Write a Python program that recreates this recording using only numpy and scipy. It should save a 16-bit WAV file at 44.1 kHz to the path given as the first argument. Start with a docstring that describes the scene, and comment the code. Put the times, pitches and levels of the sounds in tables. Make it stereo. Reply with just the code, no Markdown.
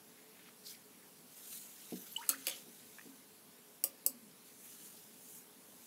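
"""A paintbrush is rinsed in a glass water jar, to the right of a stereo microphone over a painting table. Its
ferrule clicks on the glass and sets the jar ringing; air pockets chirp and fizz in the water. The handle taps,
the table gives dull knocks, and before the rinse the bristles drag over paper. A woollen sleeve rustles, and
the stirred brush swishes steadily in the water. Behind it all is a small quiet room with a low murmur, a faint
hum and hiss."""
import sys
import numpy as np
from scipy import signal
from scipy.fft import rfft, irfft, next_fast_len
from scipy.io import wavfile
from scipy.ndimage import uniform_filter1d, map_coordinates

SR = 44100
rng = np.random.default_rng(int(sys.argv[2]) if len(sys.argv) > 2 else 0)


def dump_mix(stems):
    """Bounce the given channels to the path in sys.argv[1] as a 16-bit WAV at rate SR."""
    frames = np.atleast_2d(stems).T  # one column per channel
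    limited = np.clip(frames, -1, 1)  # hard clip at full scale
    pcm = np.round(limited * 32767).astype(np.int16)
    wavfile.write(sys.argv[1], SR, pcm)


N = 258639


def amp(db):
    return 10 ** (np.asarray(db) / 20)


def unit_rms(x):
    return x / np.sqrt(np.mean(x ** 2) + 1e-20)


def curve(points, hz):
    """Reads (f/Hz, value) breakpoints on a log frequency axis."""
    f, values = np.transpose(points)
    return np.interp(np.log(hz + 1), np.log(f + 1), values)


def wobble(rate):
    """Smooth random modulation, rate knots a second."""
    return map_coordinates(rng.standard_normal(int(N * rate / SR) + 4), [np.arange(N) * rate / SR])


def swell(peak, rise, fall):
    """Envelope of one gesture, 13 dB down at one rise time before its peak and one fall time after."""
    t = np.arange(N) / SR - peak
    return amp(-13 * np.abs(t / np.where(t < 0, rise, fall)) ** 1.3)


def filtered(x, response):
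    """Filters x with a complex frequency response."""
    n = x.shape[-1]
    size = next_fast_len(n + 8192)
    return irfft(rfft(x, size) * response(np.fft.rfftfreq(size, 1 / SR)), size)[..., :n]


def resonators(modes, passes=1):
    """Response of a band-pass bank (f/Hz, width/Hz, level/dB), run passes times in series."""
    return lambda f: sum((-1) ** k * amp(db) * 1j * f * width / (hz * hz - f * f + 1j * f * width)
                         for k, (hz, width, db) in enumerate(modes)) ** passes


def ring(modes, t, attack_s):
    """Damped modes (f/Hz, level/dB, t60/s), balanced a little differently on each hit."""
    tones = sum(amp(db + rng.normal(0, 1.0) - 60 * t / t60) * np.sin(2 * np.pi * hz * t)
                for hz, db, t60 in modes)
    return tones * (1 - np.exp(-t / attack_s))


def noise_bed(spectrum, correlation, patchy_db, top_hz=15750):
    """Shaped stereo noise of rms 1, its gain mottled over time and frequency."""
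    bins = signal.stft(rng.standard_normal((2, N)), nperseg=512)[2]
    patches = uniform_filter1d(rng.standard_normal(bins.shape[1:]), size=6, axis=0)
    patches = unit_rms(uniform_filter1d(patches, size=10, axis=1))
    noise = signal.istft(bins * amp(patchy_db * patches), nperseg=512)[1][:, :N]

    def mid_side_eq(hz):
        spread = np.arccos(np.clip(curve(correlation, hz), -1, 1)) / 2
        return amp(curve(spectrum, hz)) * (hz < top_hz) * [np.cos(spread), np.sin(spread)]

    mid, side = filtered(noise, mid_side_eq)
    return unit_rms(np.array([mid + side, mid - side]))


# Decay of the room: f/Hz, t60/s
ROOM_DECAY = [(300, 0.42), (2000, 0.31), (8000, 0.12), (15000, 0.12)]


def place(out, start, sound, pan_db, room_db, left_lag=13):
    """Mixes in a sound with its own room tail, left_lag samples late on the left; pan_db > 0 is left."""
    sound = np.broadcast_to(sound, (2, sound.shape[-1]))
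    hz, t, bins = signal.stft(rng.standard_normal((2, SR // 3)), SR, nperseg=128)
    tail = signal.istft(bins * amp(-60 * t / curve(ROOM_DECAY, hz)[:, None]), SR, nperseg=128)[1]
    predelay = round(0.0028 * SR)
    tail = np.pad(tail / np.linalg.norm(tail[0]), ((0, 0), (predelay, 0)))
    heard = amp(room_db) * signal.fftconvolve(sound[1:], tail, axes=1)
    heard[:, :sound.shape[1]] += sound * amp([[pan_db / 2], [-pan_db / 2]])
    for side, lag in enumerate((left_lag, 0)):
        out[side, round(start * SR) + lag:][:heard.shape[1]] += heard[side]


# Colour of the murmur: f/Hz, level/dB
MURMUR_EQ = [(30, -12), (68, -28), (95, -10.5), (125, -12), (175, -3.5), (250, -3), (380, -12), (430, -8),
             (470, -11), (640, -14), (1500, -15.5), (3000, -120)]
# Stereo image of the murmur: f/Hz, left-right correlation (clipped to -1..1 when played)
MURMUR_IMAGE = [(60, 1), (240, 0.37), (950, 0.18), (3770, -2.1), (15000, -0.67)]
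# Colour of the hiss: f/Hz, level/dB
HISS_EQ = [(900, -77), (1500, -2), (3000, -3), (8000, -3.5), (9500, -2), (11000, 1.5), (13000, -2),
           (14500, -3.5)]


def room_tone():
    """Low murmur of the house, microphone hiss and a faint wavering hum."""
    hum_level = amp(-72.5 + 3.9 * wobble(15))
    hum_hz = 425 + 8 * wobble(25)
    hum = hum_level * np.sin(2 * np.pi * np.cumsum(hum_hz) / SR)
    murmur = amp(-62.5) * noise_bed(MURMUR_EQ, MURMUR_IMAGE, patchy_db=1.0)
    hiss = amp(-59.5) * noise_bed(HISS_EQ, [(5000, 0.0096)], patchy_db=1.6)
    return murmur + hiss + hum


# Colours of the rustles' airy hiss and of their coarser rub: f/Hz, level/dB
RUSTLE_HISS_EQ = [(2500, -120), (4000, -52), (5500, -8), (6500, 4.5), (8500, 4.5), (11000, 6), (15100, 4),
                  (16000, -5)]
RUSTLE_RUB_EQ = [(500, -120), (1300, -8.5), (2300, -8), (3100, -5), (4000, -4.5), (4900, -5.5), (6200, -2.5),
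                 (7500, -32), (9000, -120)]
# Rustles: sleeve moves, and from 2.0 to 2.95 s the steady swish of the brush stirred in the water: peak t/s,
# rise/s, fall/s, hiss level/dB, rub against hiss/dB, pan/dB
RUSTLES = [(.675, 0.029, 0.029, -52.5, -9, 5), (.705, 0.036, 0.053, -52, -5, 2),
           (1.39, 0.096, 0.041, -57, -7, -1), (1.53, 0.13, 0.2, -49, -10, 2),
           (2.0, 0.58, 0.13, -57, -6.5, -1), (2.52, 1, 0.2, -56, -3.5, -1.5),
           (2.95, 0.91, 0.33, -61.5, -6.5, -0.5), (4.47, 0.043, 0.065, -62, -5.5, -1),
           (4.66, 0.13, 0.35, -56, -11, -0.5), (4.84, 0.12, 0.32, -56.5, -7, -1),
           (5.35, 0.23, 0.1, -54.5, -15, 2), (5.86, 0.31, .1, -61.5, -12, 2)]


def rustles():
    """Wool fibres slip over each other, and the stirred brush swishes the water: a fine hiss and a coarser rub,
    both slightly grainy."""
    hiss_power, rub_power = np.zeros((2, 2, N))
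    for peak, rise, fall, db, rub_db, pan_db in RUSTLES:
        power = (amp(db + np.array([[.5], [-.5]]) * pan_db) * swell(peak, rise, fall)) ** 2
        hiss_power += power
        rub_power += amp(rub_db) ** 2 * power
    grain = amp(.7 * wobble(40) + wobble(200))
    rub = np.sqrt(rub_power) * noise_bed(RUSTLE_RUB_EQ, [(2000, .1)], patchy_db=3)
    hiss = np.sqrt(hiss_power) * noise_bed(RUSTLE_HISS_EQ, [(5000, .02)], patchy_db=1.8)
    return amp(2.5) * grain * (hiss + rub * amp(2 * wobble(130)))


# Strokes on paper, then on the jar's rim: peak t/s, rise/s, level/dB, centre f/Hz, width/Hz
BRUSH_STROKES = [(.18, 0.043, -70, 1930, 1500), (.47, 0.24, -63.5, 2180, 3000),
                 (.672, 0.025, -53, 4640, 1600), (.73, 0.071, -68, 2300, 348), (1.03, .09, -69, 1960, 1500),
                 (2.01, .09, -59, 12400, 2000), (2.13, 0.07, -60, 12100, 2000)]


def bristles():
    """Bristles slip over a surface in small grains; each stroke has its own band."""
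    out = np.zeros((2, N))
    grains = amp(3.5 * wobble(150)) * rng.standard_normal((2, N))
    for peak, rise, db, hz, width in BRUSH_STROKES:
        band = unit_rms(filtered(grains, resonators([(hz, width, 0)], passes=2)))
        out += amp(db + 4) * swell(peak, rise, fall=0.065) * band
    return out


# Modes of the table top: f/Hz, level/dB, t60/s
TABLE_MODES = [(192.6, -10.5, 0.18), (243, 0.5, 0.097), (305, 5, 0.043), (347, 2.5, 0.042),
               (442, 0.5, 0.061), (706, -2.5, 0.024)]
# Knock cues: t/s, level/dB
TABLE_KNOCKS = [(1.922, -30.5), (2.665, -50.5), (3.0548, -47)]


def table_knocks(rebound_s=.0165, dulling_db_per_khz=28):
    """Slow pushes ring the table top; each settles in two duller rebounds."""
    out, t = np.zeros((2, N + SR)), np.arange(SR // 3) / SR
    for start, db in TABLE_KNOCKS:
        for k in range(3):
            modes = [(hz, level - k * dulling_db_per_khz * hz / 1000, t60)
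                     for hz, level, t60 in TABLE_MODES]
            thud = amp(db) * ring(modes, t, attack_s=0.0057)
            place(out, start + k * rebound_s, thud, pan_db=-1.5, room_db=-10)
    return out[:, :N]


# Modes of the handle: multiple of the tap's pitch, level/dB, t60/s
HANDLE_MODES = [(1, 0, .013), (1.35, -4, .008), (.7, -6, .008)]
# Tap cues: t/s, level/dB, f/Hz
HANDLE_TAPS = [(.487, -46, 1280), (2.985, -37.5, 1710), (2.9937, -37, 1800), (3.012, -42, 1880),
               (4.313, -45.5, 5160)]


def handle_taps():
    """The wooden handle gives small dry taps that die at once."""
    out, t = np.zeros((2, N + SR)), np.arange(SR // 3) / SR
    for start, db, hz in HANDLE_TAPS:
        modes = [(ratio * hz, level, t60) for ratio, level, t60 in HANDLE_MODES]
        tap = amp(db) * ring(modes, t, attack_s=.0004)
        place(out, start, tap, pan_db=-1.5, room_db=-14, left_lag=3)
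    return out[:, :N]


def air_pocket(start_hz, end_hz, length, flutter_per_s=250):
    """One bubble rings: a tone that swells fast, glides, flutters and fades."""
    progress = np.arange(round(length * SR)) / (length * SR)
    hz = start_hz + (end_hz - start_hz) * progress ** 1.35
    knots = rng.standard_normal(2 + round(flutter_per_s * length))
    flutter = amp(2.3 * np.interp(progress, np.linspace(0, 1, len(knots)), knots))
    envelope = np.sin(np.pi * progress ** .5) ** 1.08
    return flutter * envelope * np.sin(2 * np.pi * np.cumsum(hz) / SR)


# Single bubbles: t/s, start f/Hz, end f/Hz, length/s, level/dB, pan/dB
BUBBLE_CHIRPS = [(2.1625, 2930, 3100, 0.0085, -29, -2), (2.167, 7850, 7900, 0.0031, -29, -4),
                 (2.171, 2940, 3080, 0.0096, -41.5, 0), (2.179, 896, 1020, 0.052, -42, 0),
                 (2.21, 1174, 2320, 0.026, -44, -7), (2.23, 1430, 2460, 0.0162, -44, -9),
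                 (2.291, 1390, 1270, 0.017, -32, -1), (2.295, 1194, 1280, 0.021, -39.5, 1),
                 (2.288, 272.6, 267, 0.16, -53, -3), (2.331, 1204, 2250, 0.022, -42, -12.5),
                 (2.339, 1374, 1890, 0.0176, -46, -11), (2.469, 2850, 3220, 0.008, -29.5, 3),
                 (2.537, 2870, 3170, 0.01, -51, -7), (2.548, 2970, 3220, 0.0095, -49, -9),
                 (3.071, 276, 260, 0.088, -55.5, -1), (4.091, 257, 245, 0.053, -54, 5),
                 (4.137, 240, 232, 0.065, -54, 3), (4.216, 223, 180, 0.11, -55, 0)]
# Clouds of tiny bubbles: start t/s, end t/s, count, centre f/Hz, level/dB
FIZZ_CLOUDS = [(2.22, 2.28, 20, 1800, -61), (2.3, 2.41, 45, 1900, -59.5), (2.51, 2.66, 100, 4500, -61)]


def bubbles():
    """Air rings in the water: larger pockets one by one, tiny ones in fading clouds."""
    out = np.zeros((2, N + SR))
    for start, start_hz, end_hz, length, db, pan_db in BUBBLE_CHIRPS:
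        place(out, start, amp(db) * air_pocket(start_hz, end_hz, length), pan_db, room_db=-17)
    for start, end, count, centre_hz, db in FIZZ_CLOUDS:
        cloud = np.zeros(round((end - start) * SR) + SR // 20)
        for when, pitch, strength in rng.random((int(count), 3)):
            hz = centre_hz * np.exp(.9 * (pitch - .5))
            blip = amp(5 * strength + 12.5 - 33 * when) * air_pocket(hz, 1.2 * hz, length=14 / hz)
            cloud[round(when * (end - start) * SR):][:len(blip)] += blip
        place(out, start, amp(db) * cloud, pan_db=-2, room_db=-8)
    return out[:, :N]


# Colour of the click's attack: f/Hz, level/dB
CRACK_EQ = [(2060, -20), (2800, -3), (3500, -40), (3760, -37), (4550, -13), (5400, -2.5), (6320, -14.5),
            (7850, 0), (8430, -0.5), (12500, 2), (15700, -1), (16800, -69)]


def glass_crack(burst, notch_depth, notch_hz=5360, half_width_hz=720):
    """The bright edge of a hit, scooped in the quiet band between the glass wall's rings."""
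    def response(hz):
        low_cut = hz ** 4 / (hz ** 4 + 3000 ** 4)
        notch = 1 - notch_depth * np.exp(-((hz - notch_hz) / half_width_hz) ** 4)
        return amp(curve(CRACK_EQ, hz)) * low_cut * notch

    return filtered(burst, response)


# Bright ring of the glass wall: f/Hz, width/Hz, level/dB
WALL_MODES = [(4530, 150, 3), (6160, 76, 1.5), (6380, 190, 2), (6950, 63, -6), (7800, 100, 1)]
# Lower ring of the filled jar: f/Hz, width/Hz, level per pass/dB
BODY_MODES = [(2700, 2850, -2.5), (2950, 420, 3.5), (3390, 360, -10)]
# Hollow knock of the jar's air and base: f/Hz, level/dB, t60/s
HOLLOW_MODES = [(538, 9, 0.053), (324, 1.5, 0.055), (725, 2, 0.042), (940, 2, 0.032), (1194, 5, 0.035)]
# Hits: t/s, level/dB, table bounce gain, wall ring/dB, body ring/dB, knock/dB, pan/dB, notch depth
FERRULE_HITS = [(2.2911, -8, 2.1, 0, -10, -48, -0.5, 0.81), (2.2976, -27, 0.69, 11.5, -12, -22.5, -12, .9),
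                (2.3175, -34, 0.5, 2, -12, -25, -2, .9), (2.4690, -18, 0.36, 1.5, 3.5, -26, -1.5, .02),
                (2.4819, -22.5, 0.43, 2, 6, -31, -6, .02), (2.4965, -26.5, 0.68, 1.5, 2, -30, -4, .02),
                (3.8395, -9, 0.64, -34, -17, -37.5, -1.5, 0.064),
                (4.0636, -10, 1.1, -16.5, -30, -37.5, -4, .05)]


def ferrule_clicks():
    """Metal strikes glass: a spike, its bounce off the table and its scatter; the jar rings and knocks."""
    out, t = np.zeros((2, N + SR)), np.arange(SR // 8) / SR
    lead = SR // 250  # samples of silence ahead of each hit
    push = np.exp(-t / .00002)
    spike = push - np.roll(push, 2)  # a push and its rebound
    shade = np.array([[.3], [1.9]])  # the recorder's body shades the left microphone
    for start, db, bounce, wall_db, body_db, knock_db, pan_db, notch_depth in FERRULE_HITS:
        strike = spike + bounce * np.roll(spike, round(0.0012 * SR))
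        scatter = amp(-1 - 60 * t / .024) * rng.standard_normal((2, len(t)))
        burst = np.pad(shade * strike + scatter, ((0, 0), (lead, 0)))
        wall = amp(wall_db) * filtered(burst, resonators(WALL_MODES))
        body = amp(body_db) * filtered(burst, resonators(BODY_MODES, passes=2))
        click = amp(db) * (0.66 * glass_crack(burst, notch_depth) + wall + body)
        place(out, start - lead / SR, click, pan_db, room_db=-6.5)
        knock = amp(db + knock_db) * ring(HOLLOW_MODES, t, attack_s=0.0032)
        place(out, start + 0.00219, knock, pan_db=1, room_db=-7)
    return out[:, :N]


def scene():
    return (ferrule_clicks() + bubbles() + handle_taps() + table_knocks()
            + rustles() + bristles() + room_tone())


def record(dry, low_cut_hz=85, top_hz=16900):
    """The microphone rolls off deep bass; the recorder keeps nothing above its band limit."""
    return filtered(dry, lambda hz: (1j * hz / (low_cut_hz + 1j * hz)) ** 3 * (hz < top_hz))


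dry = scene()
out = record(dry)
dump_mix(out)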